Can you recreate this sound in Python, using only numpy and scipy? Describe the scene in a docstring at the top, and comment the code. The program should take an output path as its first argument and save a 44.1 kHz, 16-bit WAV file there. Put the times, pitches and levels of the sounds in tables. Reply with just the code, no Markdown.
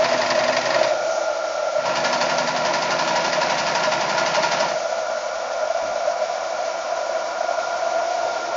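"""A model steam launch floats in a small tank, its gas burner's roar fluttering in the flue throughout.
First the engine runs astern for a second: two puffs of steam a turn, over knocking rods, rattling gears
and a shaft that hums in the wooden hull. It stops, and steam leaks past the throttle. From 1.8 to 4.7 s
it runs ahead, and leaks again. The burner carries on, a soft bump passes at 5.8 s, and the rumble of
the open flame swells toward the end."""
import sys
import numpy as np
from scipy import signal
from scipy.fft import rfft, irfft, next_fast_len
from scipy.io import wavfile
from scipy.ndimage import uniform_filter1d

SR = 44100
rng = np.random.default_rng(int(sys.argv[2]) if len(sys.argv) > 2 else 0)


def to_wav(sig):
    """Store sig (one row per channel, or 1-D mono) as 16-bit WAV at the path in sys.argv[1].

    Samples outside -1..1 are clipped; the rate is SR.
    """
    pcm = np.clip(np.atleast_2d(sig), -1, 1) * 32767
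    pcm = np.round(pcm).astype(np.int16)
    wavfile.write(sys.argv[1], SR, pcm.T)  # frames by channels


N = 377496
TIME = np.arange(N) / SR

# beats astern, one row a turn: start_s, main_puff_db, return_puff_db
ASTERN_PUFFS = [(0.041, -28.5, -30.5), (0.128, -31.5, -34), (0.215, -30, -31.5), (0.303, -26.5, -31.5),
                (0.39, -29.5, -30.5), (0.478, -31, -29.5), (0.566, -27, -33), (0.656, -30, -31.1),
                (0.743, -29, -34), (0.83, -29.5, -35)]
# beats ahead, starting slowly, overshooting and settling: start_s, main_puff_db
AHEAD_PUFFS = [(1.854, -27.5), (1.954, -23), (2.043, -21.5), (2.127, -23.0), (2.21, -21.5), (2.293, -23),
               (2.381, -24), (2.471, -24.5), (2.561, -25.5), (2.649, -23.5), (2.735, -23), (2.82, -25.5),
               (2.904, -24), (2.99, -23.5), (3.074, -23.7), (3.158, -22.8), (3.243, -23.3), (3.327, -23),
               (3.412, -23), (3.496, -23), (3.58, -22.5), (3.665, -23.5), (3.749, -23), (3.833, -23.0),
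               (3.918, -23), (4.005, -26), (4.092, -23.5), (4.177, -23.5), (4.26, -23), (4.345, -23),
               (4.431, -22.5), (4.515, -22.5), (4.599, -23.5), (4.684, -30)]
# tone of the exhaust, valve gear, rod knocks and hull: frequency_hz, gain_db
EXHAUST_COLOUR = [(300, -19), (700, 1), (1050, 4), (1250, -8), (1700, -2.5), (2600, -1.5), (3300, -5),
                  (4000, -6.5), (4800, -0.5), (5900, -3), (6900, -11.5)]
VALVE_COLOUR = [(300, -31), (900, 1.5), (1800, -9), (3200, -3.5), (3900, -3), (4800, -6.5), (7000, -17)]
KNOCK_COLOUR = [(400, -17.5), (1500, -0.5), (2400, -1), (3400, -6), (4400, 0.5), (5400, 0.5), (6300, -3.5),
                (7200, -15.5)]
HULL_COLOUR = [(20, -41.5), (40, -30), (60, -11), (100, -28.5), (130, -8), (250, 0.5), (440, -0.5),
               (530, -3.5), (780, 11.5), (1200, 3), (2600, 0), (3300, -7), (5000, -7.5), (7000, -31)]
# resonances of the exhaust pipe each way, valve gear, rod knocks and hull: pitch_hz, width_hz, boost_db
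ASTERN_PIPE = [(674, 67, 13), (1065, 23, 15), (1875, 54, 14), (2050, 70, 12), (2530, 57, 10), (4000, 90, 3),
               (4430, 200, 3)]
AHEAD_PIPE = [(613, 39, 9.1), (825, 70, 7.4), (950, 38, 16), (1409, 20, 22.6), (1677, 29, 7.3),
              (1744, 84, 8), (2200, 54, 2.1), (2810, 110, 4.9), (4010, 67, 4.2)]
VALVE_PEAKS = [(960, 49, 5), (1816, 37, 27.5), (2430, 37, 4.1), (4070, 60, 5.1)]
KNOCK_PEAKS = [(1990, 90, 7.7), (3560, 90, 5), (4500, 170, 5)]
HULL_PEAKS = [(247, 57, 4.2), (342.3, 12, 9.3), (379, 14, 6.8), (525, 10, 13), (610, 13, 10.2),
              (968, 22, 12.2), (1810, 59, 5.1), (2370, 110, 2.5)]
# the pipe's main note builds through the run ahead: time_s, gain_db
PIPE_NOTE_SWELL = [(1.9, -13), (3, -10), (3.9, -4), (4.6, -2)]
# ring of the brass valve rod: pitch_hz, t60_s, gain_db
ROD_RING = [(1850, .06, -2), (2060, .05, -5), (4450, 0.035, -5), (4840, 0.05, .5), (5210, 0.025, -4),
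            (5780, .025, -8)]
# slack in the rod and crank knocks each turn: after_puff_s, against_puff_db, decay_s
ASTERN_KNOCKS = [(0, 7, .004), (.0185, 2, .0015)]
AHEAD_KNOCKS = [(-.0035, -4.5, 0.0057), (.002, 0.5, 0.0039), (.019, -4, .007), (.048, -7, 0.01)]
# load on the gears and shaft: time_s, level_db
ASTERN_LOAD = [(0, -32.5), (.55, -35), (.85, -34), (.93, -41.5), (1.0, -45.5), (1.15, -46)]
AHEAD_LOAD = [(1.7, -50), (1.81, -38.5), (1.9, -34), (2.05, -33), (2.5, -33), (2.9, -32), (4.65, -32),
              (4.78, -42), (4.98, -52)]
# harmonics of the shaft's hum: cycles_per_turn, gain_db
ASTERN_HUM = [(7, -26.5), (11, -12), (12, -16), (13, -29), (14, -14.5)]
AHEAD_HUM = [(5, -41), (7, -31), (11, -24.5), (12, -22), (13, -21), (14, -14), (15, -26.5), (16, -22),
             (17, -16.5), (18, -27), (19, -21.5), (20, -25.5), (21, -25.5)]
# drone of a hull panel: time_s, level_db
ASTERN_DRONE = [(0, -41), (.3, -42), (.55, -37.5), (.7, -46), (.9, -67), (1, -90)]
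AHEAD_DRONE = [(1.7, -95), (1.95, -50), (2.1, -38.5), (2.3, -43), (2.5, -38), (2.75, -45.5), (4.6, -59),
               (4.8, -91)]

# slow moves of the burner: time_s, flue_pitch_hz, upper_mode_db, jet_hiss_db
FLAME_MOVES = [(0, 663, -38.5, -33), (.9, 604, -33, -34.5), (1.15, 640, -33.5, -37),
               (1.6, 620, -32.5, -36.5), (3, 632, -36, -35.5), (4.8, 642, -35, -36), (5.4, 647, -37, -37.5),
               (6.3, 672, -38.5, -37), (7.0, 652, -37, -36.5), (7.3, 670, -36, -37.5), (7.7, 685, -31, -36),
               (8.1, 687, -35.5, -36), (8.5, 669, -31.5, -36)]
# swells of the roar, burner mouth, funnel ring and boiler boom: time_s, level_db
ROAR_SWELL = [(0, -24), (.28, -24), (.47, -21), (.7, -22), (.92, -22.5), (1.2, -23), (1.5, -25),
              (1.77, -20.5), (1.95, -23.5), (4.1, -26.5), (4.4, -26.5), (5.1, -24), (5.35, -27.5),
              (5.65, -23.5), (6.2, -24), (6.45, -26), (6.62, -23), (6.8, -28), (7.0, -23.5), (7.3, -26.5),
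              (7.45, -25.5), (8.28, -21.5), (8.42, -30), (8.56, -22.5)]
MOUTH_SWELL = [(0, -69.5), (6.6, -63.5), (7.3, -49), (7.9, -44.5), (8.3, -34), (8.56, -35.5)]
FUNNEL_SWELL = [(0, -5), (1.3, 6), (3, -5), (4.9, 3), (5.6, 3.5), (7.25, 2), (7.8, 3.5), (8.56, -4.5)]
BOOM_SWELL = [(0, -45.5), (1.1, -46), (1.7, -49.5), (3, -45), (5.6, -58.5), (7.2, -49.5), (8.4, -49)]
# glides of the upper flue mode and the gas jet's whistle: time_s, pitch_hz
UPPER_GLIDE = [(0, 1400), (1.2, 1407), (1.7, 1377), (3.3, 1398), (8.56, 1400)]
WHISTLE_GLIDE = [(0, 5580), (5, 5790), (6.3, 5710), (7.4, 5520), (8.1, 5800), (8.56, 5510)]
# brief dips in the roar's level, often just before a surge: centre_s, dip_db, half_length_s
ROAR_DIPS = [(0.12, -10, .011), (.543, -6, 0.025), (.627, -14, 0.016), (1.525, -4.5, .018),
             (1.62, -6, 0.0071), (1.716, -11, 0.014), (1.821, -6, 0.022), (1.954, -10, .018),
             (2.509, -12, 0.014), (4.49, -10, 0.011), (4.843, -4, .009), (4.883, -4.5, .014),
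             (5.207, -5, .016), (5.692, -12, 0.0091), (5.737, -15, 0.011), (5.949, -7, 0.011),
             (7.083, -9, 0.0089), (7.398, -4.5, .01), (7.503, -3, .006), (7.665, -13, 0.0073)]
# brief loud surges in the fluttering roar: peak_s, level_db, length_s, pitch_hz
ROAR_SURGES = [(0.007, -14.5, 0.025, 635), (0.03, -15, 0.016, 633), (0.123, -13.5, 0.0094, 625),
               (0.137, -19.5, 0.011, 625), (0.195, -16.5, 0.017, 643), (0.36, -16.5, 0.0082, 627),
               (0.384, -14.5, 0.015, 608), (0.438, -17, 0.0076, 650), (0.491, -14.5, 0.01, 645),
               (0.508, -18.5, 0.0042, 605), (0.59, -17.5, 0.011, 670), (0.766, -12.5, 0.007, 660),
               (0.816, -8.5, 0.0057, 623), (0.871, -16.5, 0.01, 634), (0.911, -15, 0.0076, 630),
               (0.922, -14, 0.008, 634), (0.938, -18, 0.0051, 640), (1.066, -21, 0.01, 646),
               (1.11, -19.5, 0.0087, 630), (1.181, -18, 0.016, 664), (1.216, -18.5, 0.012, 615),
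               (1.285, -16.5, 0.0076, 648), (1.303, -18.5, 0.011, 614), (1.63, -17.5, 0.0091, 606),
               (1.758, -18.5, 0.013, 638), (1.769, -15, 0.0087, 610), (1.789, -16.5, 0.018, 614),
               (3.385, -18, 0.024, 624), (3.883, -17, 0.019, 618), (4.221, -18, 0.013, 657),
               (4.387, -18, 0.037, 622), (4.611, -16, 0.012, 630), (4.767, -20, 0.018, 630),
               (4.858, -17.5, 0.007, 640), (4.928, -18, 0.01, 656), (5.101, -19.5, 0.0086, 655),
               (5.175, -21, 0.019, 622), (5.633, -19.5, 0.019, 634), (5.706, -15, 0.0094, 638),
               (5.752, -18, 0.0085, 648), (5.839, -19, 0.0091, 636), (5.962, -19, 0.007, 620),
               (6.079, -14, 0.011, 622), (6.102, -18, 0.0093, 664), (6.224, -16, 0.013, 617),
               (6.239, -17, 0.0071, 655), (6.926, -17.5, 0.014, 664), (7.097, -17, 0.0072, 635),
               (7.156, -20, 0.023, 648), (7.411, -14.5, 0.0061, 669), (7.491, -16.5, 0.009, 677),
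               (7.513, -16, 0.0052, 680), (7.588, -18, 0.0091, 670), (7.675, -20.5, 0.01, 710),
               (7.833, -18, 0.012, 677), (7.873, -17.5, 0.011, 666), (7.965, -18, 0.024, 662),
               (7.99, -21, 0.018, 688), (8.19, -22, 0.0093, 696)]
# tone of the flame's rush, gas jet and burner mouth: frequency_hz, gain_db
RUSH_COLOUR = [(30, -58.5), (100, -30), (190, -20), (230, -16.5), (420, -9), (520, 3), (780, 9), (890, -16),
               (1100, -3.5), (1300, -3), (1600, -5.5), (2300, -17), (2800, -16), (5000, -39)]
JET_COLOUR = [(100, -37), (800, -21), (2000, 1.5), (3000, -1), (4200, 0.5), (5200, 2.5), (5700, 3.5),
              (6100, 1), (6700, -0.5), (7200, -8)]
MOUTH_COLOUR = [(30, -20), (90, -16), (130, -4.5), (180, -18), (260, -3), (330, -7.5), (420, 5),
                (800, -3.5), (950, -7), (1250, -9), (2600, -23), (3600, -7.5), (4300, -23.5), (7000, -36.5)]
# resonances of the rush and burner mouth: pitch_hz, width_hz, boost_db
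RUSH_PEAKS = [(217, 39, 9.7), (510.4, 13, 7.9), (1720, 79, 2.7), (2250, 400, 6.8)]
MOUTH_PEAKS = [(930, 41, 25), (1120, 54, 14), (2100, 120, 11)]
# faint steady tones of the burner: pitch_hz, level_db
BURNER_TONES = [(124, -84), (2266, -51.5), (2311, -53), (2358, -57.5)]
# hollow side resonances of the funnel, shifting in balance: pitch_hz, start_db, end_db
FUNNEL_MODES = [(856.4, -41.5, -47), (978, -51.5, -38.5), (1070, -58.5, -44), (1178, -52, -48.5),
                (1250, -52, -50.5), (1336, -44.5, -48.5), (1456, -52.5, -44)]

# steam leaks after the throttle shuts: peak_s, level_db, half_length_s
STEAM_LEAKS = [(1.15, -37, 0.13), (4.769, -42, 0.17)]
# soft bumps: start_s, level_db
SOFT_BUMPS = [(5.82, -39.5)]
# tone of the leaks, room and bump: frequency_hz, gain_db
LEAK_COLOUR = [(1000, -20.5), (3500, -8), (5000, -1.5), (5700, 5), (6600, 3), (7200, -8.5)]
ROOM_COLOUR = [(20, -5.5), (35, -4.5), (58, 4.5), (90, -4.5), (130, 5), (200, -9), (1000, -8),
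               (7000, -27.5)]
BUMP_COLOUR = [(20, -8), (45, 6.5), (90, -12), (140, 3.5), (300, 4), (450, 0.5), (900, -25), (3000, -55)]


def engine_astern():
    """A short run with two crisp beats a turn."""
    steam = exhaust(ASTERN_PUFFS, ASTERN_PIPE, gain_db=3, hold_s=0.0063, delays_s=(-0.0013, 0.0445),
                    decays_s=(0.013, 0.04), spit_db=0, tick_db=10, ring_db=7)
    gears = gears_and_shaft(ASTERN_PUFFS, ASTERN_LOAD, ASTERN_HUM, rattle_db=5.5, hum_db=0, rub_db=6.5)
    return steam + rod_knocks(ASTERN_PUFFS, ASTERN_KNOCKS) + gears + panel_drone(ASTERN_DRONE, hz=249.6)


def engine_ahead(return_db=-13):
    """A longer run: one long beat a turn, a faint return puff, and a wavering pipe note that builds."""
    puffs = [(s, db, db + return_db) for s, db in AHEAD_PUFFS]
    steam = exhaust(puffs, AHEAD_PIPE, gain_db=2.5, hold_s=0.011, delays_s=(0.0013, 0.055),
                    decays_s=(0.03, 0.038), spit_db=-0.3, tick_db=-9, ring_db=-6.5)
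    gears = gears_and_shaft(puffs, AHEAD_LOAD, AHEAD_HUM, rattle_db=0.5, hum_db=4.5, rub_db=4.5)
    note = resonate(steam, 963 + 9 * drift(25), width_hz=52) * amp(curve(PIPE_NOTE_SWELL))
    return steam + note + rod_knocks(puffs, AHEAD_KNOCKS) + gears + panel_drone(AHEAD_DRONE, hz=248)


def exhaust(puffs, pipe, gain_db, hold_s, delays_s, decays_s, spit_db, tick_db, ring_db):
    """Each port opens with a metallic tick and blows down. Delays and decays are (main, return) pairs."""
    t = TIME[:SR // 8]
    flow, ticks, rings = np.zeros((3, N))
    crack = 1 + 0.32 * np.exp(-t / 0.0028)  # first burst as the port cracks open
    opening = (1 - np.exp(-(t / 0.001) ** 2)) * crack
    contact = 1 - np.exp(-(t / 0.0021) ** 2)
    tick = contact * np.exp(-t / 0.0094)
    for s, *levels_db in puffs:
        for db, delay_s, decay_s in zip(levels_db, delays_s, decays_s):
            start = s + delay_s
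            puff = opening * np.exp(-np.maximum(t - hold_s, 0) / decay_s)
            add(flow, start, (amp(db) * puff) ** 2)
            add(ticks, start + 0.0017, amp(db + tick_db) * tick * noise(len(t)))
            for hz, t60, mode_db in ROD_RING:
                phase = 2 * np.pi * (hz * (1 + 0.01 * rng.standard_normal()) * t + rng.random())
                envelope = amp(db + ring_db + mode_db - 60 * t / t60) * contact
                add(rings, start + 0.0027, envelope * np.sin(phase))
    steam = unit_rms(noise() * amp(spit_db * drift(500)))  # spit_db: depth of wet steam's flicker
    chuffs = amp(gain_db) * body(steam * np.sqrt(flow), EXHAUST_COLOUR, pipe)
    return chuffs + body(ticks, VALVE_COLOUR, VALVE_PEAKS) + rings


def rod_knocks(puffs, pattern, spread_db=1.5):
    """The rod and crank take up their slack with short, bright clacks, as hard as the steam pushes."""
    t, clacks = TIME[:SR // 20], np.zeros(N)
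    for s, puff_db, *_ in puffs:
        for delay_s, db, decay_s in pattern:
            force = amp(puff_db + db + spread_db * rng.standard_normal())
            add(clacks, s + delay_s, force * np.exp(-t / decay_s) * noise(len(t)))
    return body(clacks, KNOCK_COLOUR, KNOCK_PEAKS)


def crank_turns(puffs):
    """Running count of crank turns: one from each main puff to the next, smoothed by the flywheel."""
    s = np.asarray(puffs)[:, 0]
    speed = np.interp(TIME, (s[1:] + s[:-1]) / 2, 1 / np.diff(s))
    turns = np.cumsum(uniform_filter1d(speed, 8192)) / SR
    return turns - np.interp(s[0], TIME, turns)


def gears_and_shaft(puffs, load, harmonics, rattle_db, hum_db, rub_db, teeth=44):
    """Gear teeth knock in nearly the same pattern each turn; the shaft hums and rubs in the hull."""
    turns = crank_turns(puffs)
    start, end = load[0][0], load[-1][0]
    running = np.interp(TIME, [start - .1, start - .05, end - .1, end], [0, 1, 1, 0])
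    effort = running * np.maximum(amp(curve(load)) - amp(-55), 0)
    tooth = np.floor(turns * teeth + .12 * drift(150)).astype(int)
    hits = np.flatnonzero(np.diff(tooth) > 0)
    bite = noise(teeth)  # each tooth has its own
    rattle = np.zeros(N)
    rattle[hits] = bite[tooth[hits] % teeth] + 0.31 * noise(len(hits))
    scrape = noise(SR // 50) * np.exp(-TIME[:SR // 50] / 0.0096)
    rub_power = signal.oaconvolve(rattle ** 2, scrape ** 2)[:N].clip(0)
    rub = unit_rms(np.sqrt(rub_power) * noise())
    shake = amp(rattle_db) * unit_rms(rattle) + amp(rub_db) * rub
    hum = np.zeros(N)
    for order, db in harmonics:
        level = amp(db + 1.2 * drift(2))
        hum += level * np.sin(2 * np.pi * (order * turns + rng.random()) + .5 * drift(3))
    return effort * (body(shake, HULL_COLOUR, HULL_PEAKS) + amp(hum_db) * hum)


def panel_drone(swell, hz, waver_db=2, slip_rad=0.7):
    """The shaft shakes a hull panel at the panel's own note, unsteadily."""
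    level = amp(curve(swell) + waver_db * drift(32))
    return level * np.sqrt(2) * np.sin(2 * np.pi * hz * TIME + slip_rad * drift(10))


def burner():
    """The flame sounds the modes of the flue over the gas jet's hiss; the roar flutters, dips and surges."""
    flutter = drift(58)
    dip_db = sum(db * bell(TIME - s, length) for s, db, length in ROAR_DIPS)
    funnel_band = signal.butter(4, [490, 790], "band", fs=SR, output="sos")
    roar = signal.sosfilt(funnel_band, resonate(noise(), curve(FLAME_MOVES), width_hz=122))
    roar = steadied(roar, 0.57, window=1024) * amp(curve(ROAR_SWELL) - 1.4 + dip_db + 0.43 * flutter)
    surges, duck = roar_surges()
    upper = steadied(resonate(noise(), curve(UPPER_GLIDE), width_hz=43), 0.3)
    upper *= amp(curve(FLAME_MOVES, column=2) - 1.5)
    lift = 1 + 0.3 * (1 - duck)  # the broad rush rises with each surge
    rush = body(noise() * lift * amp(flutter + dip_db / 2), RUSH_COLOUR, RUSH_PEAKS) * amp(-33.5)
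    return roar * duck + surges + upper + rush + gas_jet() + burner_tones()


def roar_surges(wander_rad=0.63):
    """Brief loud swells of tone near the roar's pitch, and a gain that ducks the roar under them."""
    surges, cover = np.zeros((2, N))
    around_peak = TIME[:SR // 5] - .1
    slip = wander_rad * drift(42)
    for s, db, length, hz in ROAR_SURGES:
        at = round(s * SR) + np.round(around_peak * SR).astype(int)
        inside = (at >= 0) & (at < N)
        at, t = at[inside], around_peak[inside]
        swell = bell(t, length * np.where(t < 0, 0.5, 0.68))  # quicker in than out
        tone = np.sqrt(2) * np.sin(2 * np.pi * (hz * t + rng.random()) + slip[at])
        surges[at] += amp(db) * swell * tone
        cover[at] += swell
    return surges, 1 - np.clip(0.99 * cover, 0, 1)


def gas_jet():
    """The gas jet hisses, with a breathy whistle on top."""
    hiss = body(noise(), JET_COLOUR) * amp(curve(FLAME_MOVES, column=3) + 0.68 * drift(18))
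    whistle = unit_rms(resonate(noise(), curve(WHISTLE_GLIDE), width_hz=260))
    return hiss + amp(-52) * whistle


def burner_tones():
    """Faint tones of the burner, wavering very slightly in pitch together."""
    clock = np.cumsum(1 + .0006 * drift(3.2)) / SR
    return sum(amp(db) * np.sqrt(2) * np.sin(2 * np.pi * hz * clock) for hz, db in BURNER_TONES)


def burner_mouth(flutter_db=-2):
    """The open flame's rumble, swelling toward the end."""
    return body(noise() * amp(flutter_db * drift(25)), MOUTH_COLOUR, MOUTH_PEAKS) * amp(curve(MOUTH_SWELL))


def hollow_ring():
    """The flame's noise rings the side resonances of the funnel and the low one of the boiler."""
    ring = np.zeros(N)
    for hz, start_db, end_db in FUNNEL_MODES:
        mode = steadied(resonate(noise(), hz, width_hz=42.5), 0.32)
        ring += mode * amp(np.linspace(start_db, end_db, N))
    boom = unit_rms(resonate(noise(), hz=340, width_hz=50))
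    return ring * amp(curve(FUNNEL_SWELL)) + boom * amp(curve(BOOM_SWELL))


def steam_leak():
    """Steam sighs past the shut throttle for a moment after each run."""
    swell = sum(amp(db) * bell(TIME - s, length) for s, db, length in STEAM_LEAKS)
    return body(noise(), LEAK_COLOUR) * swell


def tank_reverb(x, t60_s=0.077, wet_db=-9, echoes_per_s=2500):
    """Hard walls close by give a short, dense tail; being small, they reflect little bass."""
    t = TIME[:SR // 3]
    echoes = noise(len(t)) * (rng.random(len(t)) < echoes_per_s / SR)
    tail = echoes * amp(-60 * t / t60_s) * (t > .003)
    tail = signal.sosfilt(signal.butter(2, 900, "high", fs=SR, output="sos"), tail)
    return x + amp(wet_db) * signal.oaconvolve(x, tail / np.linalg.norm(tail))[:N]


def room_tone(room_db=-58):
    """A bed of low room rumble, with one soft, dull bump."""
    t, push = TIME[:SR], np.zeros(N)
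    for s, db in SOFT_BUMPS:
        add(push, s, amp(db) * (1 - np.exp(-t / 0.005)) * np.exp(-t / 0.081))
    bump = body(noise() * push, BUMP_COLOUR)
    return amp(room_db) * body(noise(), ROOM_COLOUR) + bump


def body(x, colour, peaks=(), size=8192):
    """Causal filter of unit energy: a broad colour with resonances standing on it."""
    hz = np.abs(np.fft.fftfreq(size, 1 / SR))
    colour_hz, colour_db = np.transpose(colour)
    power = amp(np.interp(np.log(hz + 1), np.log(colour_hz), colour_db)) ** 2
    power *= 1 + sum((amp(db) ** 2 - 1) / (1 + (2 * (hz - pitch) / width) ** 2)
                     for pitch, width, db in peaks)
    log_gain = .5 * np.log(np.maximum(power, 1e-10))
    minimum_phase = np.exp(np.conj(signal.hilbert(log_gain)))
    ring = np.fft.ifft(minimum_phase).real[:size // 2]
    return signal.oaconvolve(x, ring / np.linalg.norm(ring))[:N]


def resonate(x, hz, width_hz):
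    """A steep-sided resonance whose pitch can glide."""
    carrier = np.exp(2j * np.pi * np.cumsum(hz * np.ones(N)) / SR)
    pole = np.exp(-np.pi * width_hz / SR)
    envelope = signal.lfilter([(1 - pole) ** 2], [1, -2 * pole, pole * pole], x / carrier + 1e-18)
    return 2 * (carrier * envelope).real


def steadied(x, amount, window=3072):
    """A flame-driven tone limits its own swing: compresses it, then scales to rms 1."""
    power = np.abs(uniform_filter1d(x ** 2, window) + 1e-12)
    return unit_rms(x / power ** (amount / 2))


def drift(hz):
    """Random wobble of rms 1, up to about hz."""
    step = 64 if hz < 100 else 16
    count = next_fast_len(N // step + 2)
    slow = irfft(rfft(noise(count)) * bell(np.fft.rfftfreq(count, step / SR), hz), count)
    return unit_rms(np.interp(np.arange(N) / step, np.arange(count), slow))


def curve(rows, column=1):
    """An automation lane: one column of a table, drawn through time."""
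    rows = np.asarray(rows)
    return np.interp(TIME, rows[:, 0], rows[:, column])


def add(mix, start_s, sound):
    """Drops a sound into the mix."""
    part = mix[max(round(start_s * SR), 0):][:len(sound)]
    part += sound[:len(part)]


def bell(x, half_width):
    """A smooth hump, 1 at its centre."""
    return np.exp(-(x / half_width) ** 2)


def noise(count=N):
    """White noise."""
    return rng.standard_normal(count)


def amp(db):
    """Decibels to gain."""
    return 10 ** (np.asarray(db) / 20)


def unit_rms(x):
    """Scales to rms 1."""
    return x / np.sqrt(np.mean(x ** 2) + 1e-20)


def scene():
    """The mono mix; only the engine feeds the tank's reverb."""
    boiler = burner() + burner_mouth() + hollow_ring() + steam_leak()
    engine = tank_reverb(engine_astern() + engine_ahead())
    return (engine + boiler + room_tone())[None]


def record(dry):
    """A steep high cut at 7290 Hz takes the air off the top."""
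    high_cut = signal.firwin(401, 7290, window=("kaiser", 8), fs=SR)
    return signal.oaconvolve(dry, high_cut[None], "same")


dry = scene()
out = record(dry)
to_wav(out)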